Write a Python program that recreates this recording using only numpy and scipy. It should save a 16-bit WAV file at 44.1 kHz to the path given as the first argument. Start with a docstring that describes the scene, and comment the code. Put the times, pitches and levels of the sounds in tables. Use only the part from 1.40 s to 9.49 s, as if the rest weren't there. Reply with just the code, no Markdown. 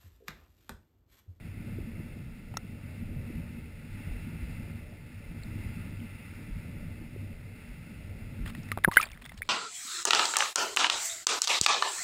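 """Just under the sea surface beside a boat, a small camera in a sealed housing is held, then lifted out.
Noise driving resonances makes the swell's rumble and the water's hiss; knocks and heaves are damped low swings.
Water ticks on the shell; air pockets and short rings of the shell are gliding sines: a few early rings,
most around the lift. Fizz is many tiny ringing bubbles in spray and draining film; the seal pops twice as
the port clears. The recorder samples slowly and holds each sample."""
import sys
import numpy as np
from scipy import signal
from scipy.io import wavfile
from scipy.ndimage import uniform_filter1d

SR = 44100
rng = np.random.default_rng(int(sys.argv[2]) if len(sys.argv) > 2 else 0)


def bounce(signal):
    """Save signal as a 16-bit WAV file at the path given by the first command-line argument."""
    frames = np.transpose(np.atleast_2d(signal))
    limited = np.clip(frames, -1, 1)
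    pcm = np.round(limited * 32767).astype(np.int16)
    wavfile.write(sys.argv[1], SR, pcm)


def field_ratio(decibels):
    """Amplitude ratio for a level in dB (20 dB per decade); scalars and array-likes work."""
    return 10 ** (np.asarray(decibels, dtype=float) / 20)


N = 356767  # length in samples, about 8.1 s

# the housing leaves the water: start and duration
LIFT_S, LIFT_TAKES_S = 7.3, 0.31


def lifted():
    """How far the housing is out of the water: 0 under water, 1 in air."""
    return np.clip((np.arange(N) / SR - LIFT_S) / LIFT_TAKES_S, 0, 1)


def rms_one(x):
    """Scale a sound to an average strength (rms) of 1."""
    return x / np.sqrt(np.mean(x ** 2) + 1e-20)


def in_time(rows):
    """Draw straight lines between the table's points, one curve for each column after the time."""
    s, *columns = np.transpose(rows)
    return [np.interp(np.arange(N) / SR, s, c) for c in columns]


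def add(out, start_s, sound):
    """Mix a short sound into out at its start time, cutting it off at the end."""
    at = round(start_s * SR)
    out[at:at + len(sound)] += sound[:N - at]


def drift(rate_hz):
    """Slow random wandering of rms 1: noise at every 40th sample, smoothed twice, then joined by lines."""
    r = np.exp(-80 * np.pi * rate_hz / SR)
    noise = rng.standard_normal(N // 40 + 2002)
    slow = signal.lfilter([1], [1, -2 * r, r * r], noise)[2000:]  # drop the settling-in
    return np.interp(np.arange(N) / 40, np.arange(len(slow)), rms_one(slow))


def resonate(x, hz, width_hz):
    """A two-pole resonance that passes its own pitch at gain 1 and weakens the rest."""
    r = np.exp(-np.pi * width_hz / SR)
    gain = (1 - r * r) / 2
    return signal.lfilter(gain * np.array([1, 0, -1]), [1, -2 * r * np.cos(2 * np.pi * hz / SR), r * r], x)


def ring(x, hz, t60_s):
    """A unit click sets a sine of height 1 ringing; it falls 60 dB in t60_s."""
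    r, w = field_ratio(-60 / (t60_s * SR)), 2 * np.pi * hz / SR
    return signal.lfilter([0, np.sin(w)], [1, -2 * r * np.cos(w), r * r], x + 1e-18)


def noise_in_modes(modes, lumpy_db, lump_rate_hz):
    """Separate noise drives each resonance; their wandering levels are partly shared; the sum has rms 1."""
    out, shared = 0, drift(lump_rate_hz)
    for hz, width_hz, db in modes:
        drive = rng.standard_normal(N + 8000)
        # two passes give steep skirts; each is wider, so that the pair has about the listed width
        once = resonate(drive, hz, 1.53 * width_hz)
        band = resonate(once, hz, 1.53 * width_hz)[-N:]
        lumps = 0.89 * shared + 0.5 * drift(lump_rate_hz)
        out = out + band * field_ratio(db + lumpy_db * lumps)
    return rms_one(out)


# push of the swell on the housing: time_s, push_db
SWELL_PUSH = [(0.0, -51), (0.06, -42), (0.43, -38), (0.45, -37.5), (0.59, -38.5), (1.02, -47),
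              (1.85, -36.5), (2.5, -47.5), (2.54, -40.5), (3.36, -42), (3.64, -48.5), (4.19, -36.5),
              (4.84, -46.5), (5.16, -40), (5.63, -42.5), (5.71, -47.5), (5.75, -41), (6.32, -48.5),
              (6.99, -40.5), (7.3, -44.5)]
# resonances of the slow surge: pitch_hz, width_hz, relative_level_db
SURGE_RESONANCES = [(24.8, 9.2, -2), (41.3, 20, -2.5)]
# resonances of the wall layer: pitch_hz, width_hz, relative_level_db
WALL_RESONANCES = [(79.7, 13.7, -1), (98.63, 5.6, 5), (120.4, 13.4, -4.5)]
# resonances of the upper rumble: pitch_hz, width_hz, relative_level_db
UPPER_RESONANCES = [(156.2, 30, 1), (197.5, 51.6, -6), (234.2, 18.1, 0.5), (300, 43, -10.5)]
# resonances of the steadier wash above the rumble: pitch_hz, width_hz, relative_level_db
WASH_RESONANCES = [(375, 72, -3.5), (445, 90, 1), (573, 81, 0.5), (698, 120, -8.5)]
# each layer: level_db at a push of SWELL_MEAN_DB, share of the push's swing it follows, loss_db in air
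SWELL_MEAN_DB = -43
SURGE, WALL, UPPER, WASH = (-49.5, 0.79, 0.97), (-45, 1, 13), (-46.5, 0.71, 11.5), (-61.5, 0.37, 8.7)


def rumble():
    """Turbulent pushes of the swell excite the low resonances of the housing."""
    push_db, = in_time(SWELL_PUSH)
    out_of_water = lifted()

    def loudness(level_db, share, loss_db):
        """Let one layer follow the push and weaken in air."""
        return field_ratio(level_db + share * (push_db - SWELL_MEAN_DB) - loss_db * out_of_water)

    surge = loudness(*SURGE) * noise_in_modes(SURGE_RESONANCES, lumpy_db=3.0, lump_rate_hz=11)
    wall = loudness(*WALL) * noise_in_modes(WALL_RESONANCES, lumpy_db=1.5, lump_rate_hz=7.5)
    upper = loudness(*UPPER) * noise_in_modes(UPPER_RESONANCES, lumpy_db=3.0, lump_rate_hz=16.6)
    wash = loudness(*WASH) * noise_in_modes(WASH_RESONANCES, lumpy_db=2.0, lump_rate_hz=8.3)
    return surge + wall + upper + wash


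# hiss of the water before the loss in air: time_s, level_db
WATER_HISS = [(0.0, -57), (.5, -57), (1.1, -60), (1.6, -55.5), (2.35, -57), (2.78, -52.5), (3.45, -58),
              (4.25, -53.5), (5.0, -55), (5.9, -57.5), (6.35, -56), (7.04, -56.5)]
# resonances of the housing heard in the hiss: pitch_hz, width_hz, relative_level_db
SHELL_RESONANCES = [(861, 133, -8.5), (1380, 290, -6), (1764, 70, -5.5), (2070, 225, 0), (2370, 146, -6),
                    (2628, 213, -2), (3440, 380, -16.5), (3860, 1100, -19), (4800, 200, -17),
                    (5350, 360, -18)]
HISS_LOSS_DB = 20  # in air


def hiss():
    """Smooth water noise is coloured by the resonances of the shell."""
    level_db, = in_time(WATER_HISS)
    loudness = field_ratio(level_db - HISS_LOSS_DB * lifted())
    return loudness * noise_in_modes(SHELL_RESONANCES, lumpy_db=1.08, lump_rate_hz=2.3)


# dull knocks, and low heaves of the surge: start_s, level_db before build-up and decay, pitch_hz
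KNOCKS_AND_HEAVES = [(.385, -27, 348), (.395, -26.5, 70), (.545, -26, 98), (.6, -33, 320),
                     (1.761, -22.5, 138), (1.901, -28, 300), (2.707, -24.5, 43.7), (3.022, -23.5, 59.5),
                     (5.109, -25.5, 43.7), (5.761, -32, 377), (7.0, -22.5, 45), (7.748, -39, 150),
                     (7.868, -37.5, 129), (7.943, -37, 200), (7.986, -35.5, 89)]
KNOCK_CYCLES = 10.1  # cycles to fall 60 dB


def knocks_and_heaves():
    """A soft push, building over about half a cycle, sets a low, heavily damped swing going."""
    out, ms = np.zeros(N), np.arange(12000) * 1000 / SR
    for start_s, db, hz in KNOCKS_AND_HEAVES:
        cycles = ms * hz / 1000
        swing = np.sin(2 * np.pi * cycles) * (1 - np.exp(-cycles / 0.4))
        add(out, start_s, field_ratio(db - 60 * cycles / KNOCK_CYCLES) * swing)
    return out


# ticks of water on the shell: start_s, peak_db, brightness in octaves above 1 kHz
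SHELL_TICKS = [(1.14, -42, -0.2), (1.1702, -22, 1.37), (7.06, -31.5, 1), (7.1494, -32.5, 1.75),
               (7.2307, -44, 7), (7.287, -38, 2), (7.317, -15.5, 1.55), (7.3244, -33, 3),
               (7.3745, -18, -1.15), (7.3854, -32, -1.5), (7.4384, -26, 2.5), (7.446, -11, 0.4),
               (7.5155, -31, 1.5), (7.529, -37, 3), (7.539, -27, 3.5), (7.5522, -38, 6), (7.5603, -25.5, 2),
               (7.5688, -7.5, -0.1), (7.59, -33, 0.3), (7.599, -39, -1), (7.6151, -19.5, 4),
               (7.627, -21.5, 2.5), (7.639, -29, 1.2), (7.664, -36, -1.5), (7.6879, -43, 1.4),
               (7.705, -43, 1.1), (7.716, -36.5, 3), (7.7447, -46, 2.5), (7.7743, -39.5, 1.5),
               (7.794, -50, 1.5), (7.8204, -36.5, 2), (7.8524, -32, 3), (7.8604, -34, 2), (7.893, -39, 2.5),
               (7.9186, -39, 1), (7.9414, -49, 6), (7.976, -37, 3), (7.986, -44, 2), (8.0075, -43, -2.2),
               (8.021, -38, 2.5)]
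# what a tick on the shell rings with: pitch_hz, relative_level_db, fall_s (time to fall 60 dB)
TICK_RESONANCES = [(620, -15.5, 0.0054), (1334, 6, 0.0084), (1950, 19, 0.0074), (2680, 6, 0.0069),
                   (3140, -6, 0.0067), (3530, 2, 0.01), (4270, -16, 0.0061), (4950, -10, 0.0052),
                   (5470, -4, 0.0051)]
TICK_NARROW_DB = 11  # loss of a mode one octave from the brightness, growing with the square
CONTACT_MS, CONTACT_HALVES_DB = 1.7, 21.5  # fade of a -35 dB tick's contact; it halves for so many dB more
# stray faint drops while the film drains: earliest start, middle level, most either way, how many
STRAY_FROM_S, STRAY_DB, STRAY_SPREAD_DB, STRAY_COUNT = 7.515, -50, 2, 9


def ticks():
    """A short ragged contact strikes the shell; a higher brightness favours the higher modes."""
    out, t = np.zeros(N), np.arange(1500) / SR
    when, loud, bright = rng.random((STRAY_COUNT, 3)).T
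    stray_s = STRAY_FROM_S + when * (N / SR - STRAY_FROM_S)
    stray_db = STRAY_DB + STRAY_SPREAD_DB * (2 * loud - 1)
    strays = zip(stray_s, stray_db, 3 * bright)
    for start_s, db, brightness in list(SHELL_TICKS) + list(strays):
        contact_ms = CONTACT_MS * 0.5 ** ((db + 35) / CONTACT_HALVES_DB)
        contact = rng.standard_normal(len(t)) * np.exp(-t / (contact_ms / 1000))
        sound = np.zeros(len(t))
        for hz, mode_db, t60_s in TICK_RESONANCES:
            luck_db = rng.normal(0, 2.5)  # no two ticks sound alike
            loss_db = TICK_NARROW_DB * (np.log2(hz / 1000) - brightness) ** 2
            sound += field_ratio(mode_db + luck_db - loss_db) * ring(contact, hz, t60_s)
        add(out, start_s, field_ratio(db) * sound / np.abs(sound).max())
    return out


# small pockets while the film drains: level at STRAY_FROM_S, most either way, average delay, fade of later ones
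SMALL_DB, SMALL_SPREAD_DB, SMALL_THIN_OUT_S, SMALL_FADE_DB_PER_S = -37, 4, 0.1, 40
# lowest pitch, range above it, rise time, cycles to fall 60 dB
SMALL_LOW_HZ, SMALL_OCTAVES, SMALL_RISE_MS, SMALL_CYCLES = 1100, 2.2, 1.1, 18
SMALL_GLIDE, SMALL_COUNT = 0.15, 30  # average upward glide in octaves per 10 ms; how many are drawn


def small_pockets():
    """Small pockets burst at random, thickest just after STRAY_FROM_S; rows as in POCKETS_AND_RINGS."""
    when, loud, pitch, bend = rng.random((SMALL_COUNT, 4)).T
    late_s = -SMALL_THIN_OUT_S * np.log(when)
    hz = SMALL_LOW_HZ * 2 ** (SMALL_OCTAVES * pitch)
    db = SMALL_DB - SMALL_FADE_DB_PER_S * late_s + SMALL_SPREAD_DB * (2 * loud - 1)
    rise_ms = np.full(SMALL_COUNT, SMALL_RISE_MS)
    fall_ms = 1000 * SMALL_CYCLES / hz
    rows = zip(STRAY_FROM_S + late_s, db, hz, rise_ms, fall_ms, 2 * SMALL_GLIDE * bend)
    return [row for row in rows if row[0] < N / SR]


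# air pockets and short rings of the shell: start_s, level_db before flutter, pitch_hz at the end of the rise,
# rise_ms, fall_ms (time to fall 60 dB), glide in octaves per 10 ms
POCKETS_AND_RINGS = [(1.14, -37.5, 785, 0.97, 17, 0.018), (1.1701, -28, 1350, 1.9, 22, -0.025),
                     (1.1695, -22, 5550, 2.1, 12, 0.051), (4.034, -41.5, 4240, 1.1, 7.5, .03),
                     (4.601, -46, 3000, 1.1, 6, .03), (7.318, -30, 1216, 3.7, 29, 0.000039),
                     (7.375, -34, 1190, 1.1, 30, -0.068), (7.44, -24, 1990, 2.1, 21, -0.068),
                     (7.446, -7, 1710, 1.35, 19, -0.3), (7.483, -21.5, 946, 3.2, 34, -0.025),
                     (7.514, -24.5, 1700, 0.8, 5.3, .05), (7.519, -28.5, 1100, 2.5, 28, 0.19),
                     (7.533, -31, 2000, 2.2, 14, 0.037), (7.5681, -1, 1568, 4.42, 9.5, 0.24),
                     (7.569, -20, 2970, 2.8, 13, -0.05), (7.575, -12.5, 2030, 4, 34, 0.15),
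                     (7.597, -19.5, 1260, 4.5, 25, 0.11), (7.611, -19, 2570, 0.89, 8, 0.053),
                     (7.629, -20.5, 2360, 0.51, 31, 0.051), (7.653, -38, 4580, 1.9, 14, .03),
                     (7.731, -41, 2240, 1.8, 14, 0.061), (7.842, -43, 3360, 1.5, 10, .03),
                     (7.894, -39, 2060, 1, 30, 0.017), (8.0188, -21.5, 1950, 1.7, 5.4, .3),
                     (8.027, -33, 2260, 2.4, 15, 0.079)]


def pockets_and_rings():
    """Each air pocket or short ring of the shell swells into a gliding sine, then dies."""
    out, ms = np.zeros(N), np.arange(3000) * 1000 / SR
    for start_s, db, hz, rise_ms, fall_ms, glide in list(POCKETS_AND_RINGS) + small_pockets():
        swell = np.sin(np.pi / 2 * np.clip(ms / rise_ms, 0, 1)) ** 2
        fade = field_ratio(-60 * np.maximum(ms - rise_ms, 0) / fall_ms)
        pitch = hz * 2 ** (glide * (np.minimum(ms, 25) - rise_ms) / 10)  # the glide stops after 25 ms
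        tone = np.sin(2 * np.pi * np.cumsum(pitch) / SR)
        # a flutter in level roughens the tone, as the wet wall of a pocket does
        wobble = rms_one(uniform_filter1d(rng.standard_normal(len(ms)), size=70))
        add(out, start_s, field_ratio(db) * swell * fade * field_ratio(1.2 * wobble) * tone)
    return out


# bursts of fizz from spray and draining film: start_s, hold_s, level_db,
# commonest_pitch in octaves above 1 kHz
FIZZ_BURSTS = [(7.054, 0.045, -48, 1.4), (7.165, .03, -58.5, 2.1), (7.21, 0.14, -68, 1.2),
               (7.511, .045, -48.5, 2.3), (7.573, 0.066, -41.5, 1.2), (7.648, .03, -51.5, 1),
               (7.688, .28, -64, 1.2), (7.812, 0.01, -51, 1.5), (7.848, 0.01, -50, 1.2),
               (7.97, 0.013, -50, 2.2), (8.017, 0.064, -60.5, 2.1)]
FIZZ_ATTACK_S, FIZZ_RELEASE_DB_PER_S = 0.004, 898


def fizz():
    """Clumps of tiny bubbles burst in the spray and the draining film, each ringing for some cycles."""
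    t = np.arange(N) / SR
    bursts = []
    for start_s, hold_s, db, _ in FIZZ_BURSTS:
        attack = np.clip((t - start_s) / FIZZ_ATTACK_S, 0, 1)
        release_db = FIZZ_RELEASE_DB_PER_S * np.maximum(t - start_s - hold_s, 0)
        bursts.append(attack * field_ratio(db - release_db))
    bursts = np.array(bursts)
    # the loudest burst of the moment sets both level and commonest pitch
    level, octave = bursts.max(axis=0), np.array(FIZZ_BURSTS)[bursts.argmax(axis=0), 3]
    sizes = field_ratio(3.3 * np.minimum(rng.exponential(1, N), 5)) * rng.choice([-1, 1], N)
    born = rng.random(N) < 6500 * field_ratio(3.0 * drift(60)) / SR  # around 6500 a second, in clumps
    pitches, dealt = np.geomspace(650, 5500, 18), rng.integers(0, 18, N)
    grains = np.zeros(N)
    for k, hz in enumerate(pitches):
        # bubbles near the commonest pitch carry most of the energy
        favour = field_ratio(-5.0 * (np.log2(hz / 1000) - octave) ** 2)
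        grains += ring(sizes * born * (dealt == k) * favour, hz, 19.0 / hz)  # 19 cycles to fall 60 dB
    return level * rms_one(grains)


# the seal pops twice as the port clears: release_s, level_db before rounding, build_up_ms
SEAL_POPS = [(7.478, -13, 0.72), (7.4836, -14, 1.4)]


def pops():
    """Pressure builds up, lets go at once and swings back below rest; the rubber rounds the edge."""
    out, ms = np.zeros(N), np.arange(-400, 800) * 1000 / SR  # 0 ms is the release
    for release_s, db, build_ms in SEAL_POPS:
        build = np.exp(np.minimum(ms, 0) / build_ms - np.maximum(ms, 0) / 0.57)
        after = np.maximum(ms, 0) / 0.83
        swing_back = 1.9 * after * np.exp(-after)
        add(out, release_s - 400 / SR, field_ratio(db) * (build - swing_back))
    return signal.sosfilt(signal.butter(2, 1800, fs=SR, output="sos"), out + 1e-18)


def scene():
    """Add all the sounds together in one channel."""
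    mix = rumble() + hiss() + fizz() + ticks() + pockets_and_rings() + knocks_and_heaves() + pops()
    return mix[None]


def band_limit(x):
    """A steep low-pass at the top of the band."""
    return signal.sosfilt(signal.butter(12, 16470, fs=SR, output="sos"), x)


HOLD = 4  # each 12 kHz sample is repeated to make 48 kHz


def record(dry):
    """Self-noise, rounded peaks and slow sampling; holding each sample mirrors the sound up the treble."""
    noisy = dry + field_ratio(-64.5) * rng.standard_normal(dry.shape)
    rounded = 1.3 * np.tanh(noisy / 1.3)
    smooth = signal.sosfilt(signal.butter(10, 5600, fs=SR, output="sos"), rounded)
    slow = signal.resample_poly(smooth, 40, 147, axis=1)  # 44.1 to 12 kHz
    held = np.repeat(slow, HOLD, axis=1)
    full = signal.resample_poly(held, 147, 160, axis=1)[:, :N]  # 48 to 44.1 kHz
    full = np.pad(full, ((0, 0), (0, N - full.shape[1])))
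    full = signal.sosfilt(signal.cheby2(12, 60, 16600, fs=SR, output="sos"), full)
    return band_limit(full)


dry = scene()
out = record(dry)
bounce(out)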